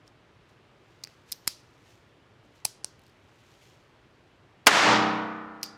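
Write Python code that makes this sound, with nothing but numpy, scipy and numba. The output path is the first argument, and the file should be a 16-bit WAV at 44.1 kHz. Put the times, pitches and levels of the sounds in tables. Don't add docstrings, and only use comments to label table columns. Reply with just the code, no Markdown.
import sys
import numpy as np
from scipy import signal
from scipy.fft import rfft, irfft, next_fast_len
from scipy.io import wavfile
from scipy.ndimage import uniform_filter1d, map_coordinates
from numba import njit

SR = 44100
rng = np.random.default_rng(int(sys.argv[2]) if len(sys.argv) > 2 else 0)


def master(y):
    cut = np.clip(np.atleast_2d(y).T, -1, 1)
    pcm = np.round(cut * 32767)
    wavfile.write(sys.argv[1], SR, pcm.astype(np.int16))


N = 254456

# (frequency [Hz], density [dB per Hz, relative])
AIR_SPECTRUM = [(12, -48), (20, -21.5), (37, 1.5), (70, -4), (106, 1.5), (207, -11.5), (362, -8.5),
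                (549, -14.5), (597, -12.5), (705, -16), (1100, -16.5), (3000, -23), (4810, -31.5),
                (14300, -54), (15500, -62.5)]
# (time of the loudest moment [s], peak level [dB], rise [s], fall [s])
RUBS = [(.075, -65.5, 0.026, .03), (.494, -69.5, 0.024, .09), (.926, -73, 0.3, 0.22),
        (1.09, -67, .08, 0.16), (1.294, -59.5, 0.023, 0.061), (1.45, -68, 0.35, 0.74),
        (1.905, -64.5, 0.14, 0.16), (2.442, -76.5, 0.027, 0.19), (2.56, -67.5, .04, .12),
        (3.07, -73, .18, 0.088), (3.52, -66, 0.54, 0.33), (3.63, -64, 0.057, 0.28), (4.3, -81.5, 0.32, .1)]
# (frequency [Hz], density [dB per Hz, relative])
CLOTH_SPECTRUM = [(880, -39), (1500, -5.5), (2590, -1.5), (6630, -5.5), (9280, -15.5), (14600, -19.5),
                  (16000, -30.5)]
# (time [s], level [dB], main ring [Hz], level of the other modes [dB])
CONTACTS = [(0.0781, -43.5, 5400, 2), (1.0371, -24, 4720, -1), (1.0396, -22, 5000, -8),
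            (1.0481, -36, 4700, 11), (1.073, -42, 5200, 20.5), (1.3178, -30, 5400, 8),
            (1.3215, -19, 5480, 2.5), (1.3229, -18, 4260, -7), (1.3284, -21, 5050, -26),
            (1.4721, -38, 5420, -3), (1.4756, -15.5, 5300, -1.5), (1.4763, -17, 5130, -3),
            (1.4781, -13.5, 5100, -12), (1.482, -26, 4700, -10), (2.6482, -36, 5980, 4),
            (2.6505, -24, 4760, 5), (2.6516, -12.5, 4950, -3), (2.6531, -17, 6300, -1),
            (2.661, -38.5, 5000, 6), (2.666, -35, 5000, -18), (2.8374, -49, 4800, -7),
            (2.8451, -15, 5350, -2.5), (2.8534, -42.5, 4810, -7), (2.9935, -59.5, 4710, 5),
            (3.018, -61, 4740, 3), (3.037, -60, 4810, 1), (3.0659, -52, 4550, -6), (3.08, -61, 4820, 0),
            (3.097, -58, 4670, -1), (4.6632, -19.5, 4430, 0), (4.6673, -8.5, 5200, -1.5),
            (5.6145, -50, 5200, 0), (5.628, -43, 4560, 10), (5.6304, -12, 4940, -8), (5.6332, -22, 5460, 4),
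            (5.6386, -29, 5300, 15), (5.651, -34, 4900, -10), (5.662, -33, 4800, 0)]
# (frequency [Hz], width [Hz], relative level [dB])
STEEL_MODES = [(215.2, 690, 2), (903, 200, 1), (2510, 650, 4.5), (4120, 340, -1), (6140, 660, -10.5),
               (8470, 730, -4.5), (10210, 780, -2), (11980, 670, -6), (13530, 400, -4), (14300, 280, -4.5)]
# (start [s], thud [dB], knock [dB], 2.5 kHz [dB], 9 kHz [dB], 14 kHz [dB], booth [dB],
#  hum [dB], hum frequency [Hz], main ring width [Hz])
HANDLING_STEPS = [(0, -34, -20, -21, -10, -42, -20, -45, 5500, 400),
                  (1.0, -25, -26, -21, -40, -37, -20, -42, 4700, 396),
                  (1.28, -36, -34, -30, -7.5, -7.5, -19, -46.5, 13500, 500),
                  (1.43, -13.5, -15, -5.5, 4.5, -1, -16, -42, 4750, 600),
                  (2.6, -19, -13, -14, 5.5, -6, -18, -46, 4800, 703),
                  (2.8, -17.5, -12, -33, 4.5, -26, -20, -47, 5600, 1270),
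                  (2.95, -15, -20, -7, -1, -7, -14, -45.5, 4750, 400),
                  (4.6, -11.5, -10.5, -12, -13.5, -17, -13.5, -41, 4720, 400),
                  (5.58, -36, -38, -21.5, -22, -18, -11, -29.5, 4766, 700)]
# (frequency [Hz], t60 [s], relative level [dB])
BOOTH = [(500, 0.25, -3.5), (2500, 0.2, -1.5), (3986, 0.34, -1), (6170, 0.32, -1.5), (8700, .3, -8.5),
         (16000, 0.15, -8)]
# (frequency [Hz], density [dB per Hz, relative])
BLAST_SPECTRUM = [(35, -67), (60, -42), (101, -23.5), (208, -6), (252, -3.5), (358, -5.5), (629, -1.5),
                  (1500, 0.5), (6920, -16.5), (14700, -40), (16500, -59)]
# (frequency [Hz], hold [s], t60 [s])
HALL_DECAY = [(100, 0.51, 0.94), (306, 0.19, 0.92), (1022, 0.16, 0.97), (2380, 0.19, 0.85),
              (4900, 0.25, 0.58), (10000, 0.13, 0.43), (16100, 0.07, 0.53)]
# (frequency [Hz], level [dB], t60 [s])
FLUTTER_DECAY = [(121.3, -60.5, 0.89), (159, -57, 1.6), (300, -57.5, 1.52), (600, -60, 1.44),
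                 (1050, -53.5, 1.56), (1550, -61.5, 1.92), (2120, -65.5, 1.35), (2780, -81.5, 1.1),
                 (4060, -85, 0.82)]
# (order, level above its neighbours [dB])
CLEAR_MODES = [(4, 1), (6, 9), (7, 14.5), (9, 5.5), (10, 15.5), (15, 10), (16, 5), (19, 4.5), (20, -0.5),
               (22, 7.5), (25, 7.5), (28, 3.5), (29, 4.5), (31, 5.5), (32, 4.5), (35, 1.5), (38, 5.5),
               (39, 7), (41, 8.5), (45, 5.5), (46, 8.5), (48, 9.5), (49, 4), (51, -3), (55, 4), (57, 5),
               (58, 7.5), (61, 7), (74, 7), (77, 10)]

AIR_DB = -57.5
CONTACT_S = 0.00083
SHOT_S = 4.6676
WALLS_HZ = 30.96
PLACE = 0.312
TOP_HZ, EDGE_HZ = 16900, 900


def amp(db):
    return 10 ** (np.asarray(db) / 20)


def unit(x):
    return x / np.sqrt(np.mean(x ** 2) + 1e-20)


def along(points, hz, column=1):
    table = np.transpose(points)
    return np.interp(np.log(hz + 1), np.log(table[0] + 1), table[column])


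def filtered(x, response):
    size = next_fast_len(len(x) + 8192)
    spectrum = rfft(x, size) * response(np.fft.rfftfreq(size, 1 / SR))
    return irfft(spectrum, size)[:len(x)]


def resonance(f, hz, width_hz):
    return 1j * f * width_hz / (hz * hz - f * f + 1j * f * width_hz)


def fading(size, db_at):
    hz, t, bins = signal.stft(rng.standard_normal(size), SR, nperseg=256)
    return signal.istft(bins * amp(db_at(hz[:, None], t)), SR, nperseg=256)[1][:size]


def add(track, s, x):
    start = round(s * SR)
    track[start:start + len(x)] += x[:N - start]


def ventilation(patchy_db=0.6):
    field = rng.standard_normal((129, N // 128 + 2))
    field = uniform_filter1d(uniform_filter1d(field, size=3, axis=0), size=30, axis=1)
    rush = fading(N, lambda f, time: patchy_db * unit(field)[:, :len(time)])
    return amp(AIR_DB) * unit(filtered(rush, lambda f: amp(along(AIR_SPECTRUM, f))))


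def rustle(grain_db=2.5):
    t = np.arange(N) / SR
    level = sum(amp(db - 20 * np.maximum((s - t) / rise_s, (t - s) / fall_s))
                for s, db, rise_s, fall_s in RUBS)
    knots = rng.standard_normal(N // 100 + 4)
    grain = amp(grain_db * map_coordinates(knots, [np.arange(N) / 100]))
    rubbing = grain * rng.standard_normal(N)
    return level * unit(filtered(rubbing, lambda f: amp(along(CLOTH_SPECTRUM, f))))


def clicks(push=0.77, skirt_db=-14, after_t60=0.28, spread=2.5):
    out, t = np.zeros(N), np.arange(SR // 3) / SR
    for s, db, hz, other_db in CONTACTS:
        step = [step for step in HANDLING_STEPS if step[0] <= s][-1]
        _, thud_db, knock_db, low_db, high_db, top_db, booth_db, hum_db, hum_hz, ring_width_hz = step
        u = t[:1500] / CONTACT_S
        rattle = (push + rng.standard_normal(len(u))) * np.sqrt(u) * np.exp(-1.6 * u)

        tone = [(250, thud_db), (870, knock_db), (2440, low_db), (9000, high_db), (14000, top_db)]
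        modes = [(hz, ring_width_hz, 0), (hz, 3000, skirt_db)]
        modes += [(c, w, g + other_db + along(tone, c)) for c, w, g in STEEL_MODES]
        rings = [(g, filtered(rattle, lambda f: resonance(f, c, w))) for c, w, g in modes]
        hit = sum((-1) ** k * amp(g) * ring / np.abs(ring).max() for k, (g, ring) in enumerate(rings))

        noise = rng.standard_normal(len(t))
        hum = unit(filtered(noise, lambda f: resonance(f, hum_hz, 0.05 * hum_hz) ** 2))
        hum = amp(hum_db - 60 * t / after_t60) * hum

        echo = fading(len(t), lambda f, time: along(BOOTH, f, column=2) - 60 * time / along(BOOTH, f))
        echo = echo * (1 - np.exp(-t / 0.002))
        blur = lambda f: np.sqrt(sum(np.abs(amp(g) * resonance(f, c, spread * w)) ** 2
                                     for c, w, g in modes))
        wet = filtered(echo, blur)
        wet = wet * np.linalg.norm(hit) / np.linalg.norm(wet)
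        add(out, s, amp(db) * hit)
        add(out, s, amp(db) * (hum + amp(booth_db) * wet))
    return out


def flutter(t, scatter_db=3, drift=1, beat_db=3.5):
    order = np.arange(4, 130)
    hz = order * WALLS_HZ
    coupling = np.cos(np.pi * order * PLACE) ** 2 + 0.12
    above = 20 * np.log10(coupling) + 3 + rng.normal(0, scatter_db, len(order))
    for k, db in CLEAR_MODES:
        above[order == round(k)] = db

    wander = uniform_filter1d(rng.standard_normal((len(order), len(t) // 441 + 1)), size=10, axis=1)
    slip = np.cumsum(drift * 3 * (1 + hz[:, None] / 700) * wander, axis=1) / 100
    slip = np.repeat(slip, 441, axis=1)[:, :len(t)]
    phase = hz[:, None] * t + uniform_filter1d(slip, size=441, axis=1) + rng.random((len(order), 1))

    t60 = along(FLUTTER_DECAY, hz, column=2) * np.exp(rng.normal(0, 0.2, len(order)) * (hz > 500))
    db = (along(FLUTTER_DECAY, hz) + above)[:, None] - 60 * (t - 0.7) / t60[:, None]
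    beat_hz = rng.uniform(1, 4, (len(order), 1))
    beat = np.sin(2 * np.pi * (beat_hz * t + rng.random((len(order), 1))))
    db = db + beat_db * beat * (hz > 500)[:, None]
    onset = 1 / (1 + np.exp(-(t - 0.2) / 0.017))
    return (amp(db) * np.sin(2 * np.pi * phase)).sum(axis=0) * onset


def shot(echo_db=-16, blast_db=35, knee_s=0.06, linger_db=-22):
    out, t = np.zeros(N), np.arange(round(1.11 * SR)) / SR
    late = lambda f, time: knee_s * np.logaddexp(0, (time - along(HALL_DECAY, f)) / knee_s)
    fade = lambda f, time: 60 * late(f, time) / along(HALL_DECAY, f, column=2)
    both = lambda f, time: 10 * np.log10(amp(-2 * fade(f, time)) + amp(2 * linger_db - fade(f, time)))
    echo = fading(len(t), lambda f, time: along(BLAST_SPECTRUM, f) + both(f, time))
    echo = echo / np.std(echo[:SR // 10])
    echo = echo * np.minimum(t / 0.003, 1) ** 3
    first = amp(blast_db - 60 * t / 0.034)
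    backstop = amp(5 * np.exp(-((t - 0.27) / 0.05) ** 2))
    add(out, SHOT_S, amp(echo_db) * (backstop + first) * echo + flutter(t))
    return out


def scene():
    return (ventilation() + rustle() + clicks() + shot())[None]


@njit
def follow(level, attack, release):
    out, y = np.empty_like(level), 0.
    for n in range(len(level)):
        y += (level[n] - y) * (attack if level[n] > y else release)
        out[n] = y
    return out


def record(dry, limit_db=-19, attack_s=0.048, release_s=0.027, lag_s=0.002):
    top = amp(-6)
    x = dry[0] / (1 + np.abs(dry[0] / top) ** 6) ** (1 / 6)
    power = follow(x ** 2, 1 / (attack_s * SR), 1 / (release_s * SR))
    loud = np.sqrt(follow(power, 1 / (lag_s * SR), 1 / (lag_s * SR)))
    x = x / (1 + (loud / amp(limit_db)) ** 4) ** (1 / 4)
    low_cut = lambda f: (1j * f / (55 + 1j * f)) ** 3
    high_cut = lambda f: np.clip((TOP_HZ - f) / EDGE_HZ, 0, 1) ** 2
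    return filtered(x, lambda f: low_cut(f) * high_cut(f))[None]


dry = scene()
out = record(dry)
master(out)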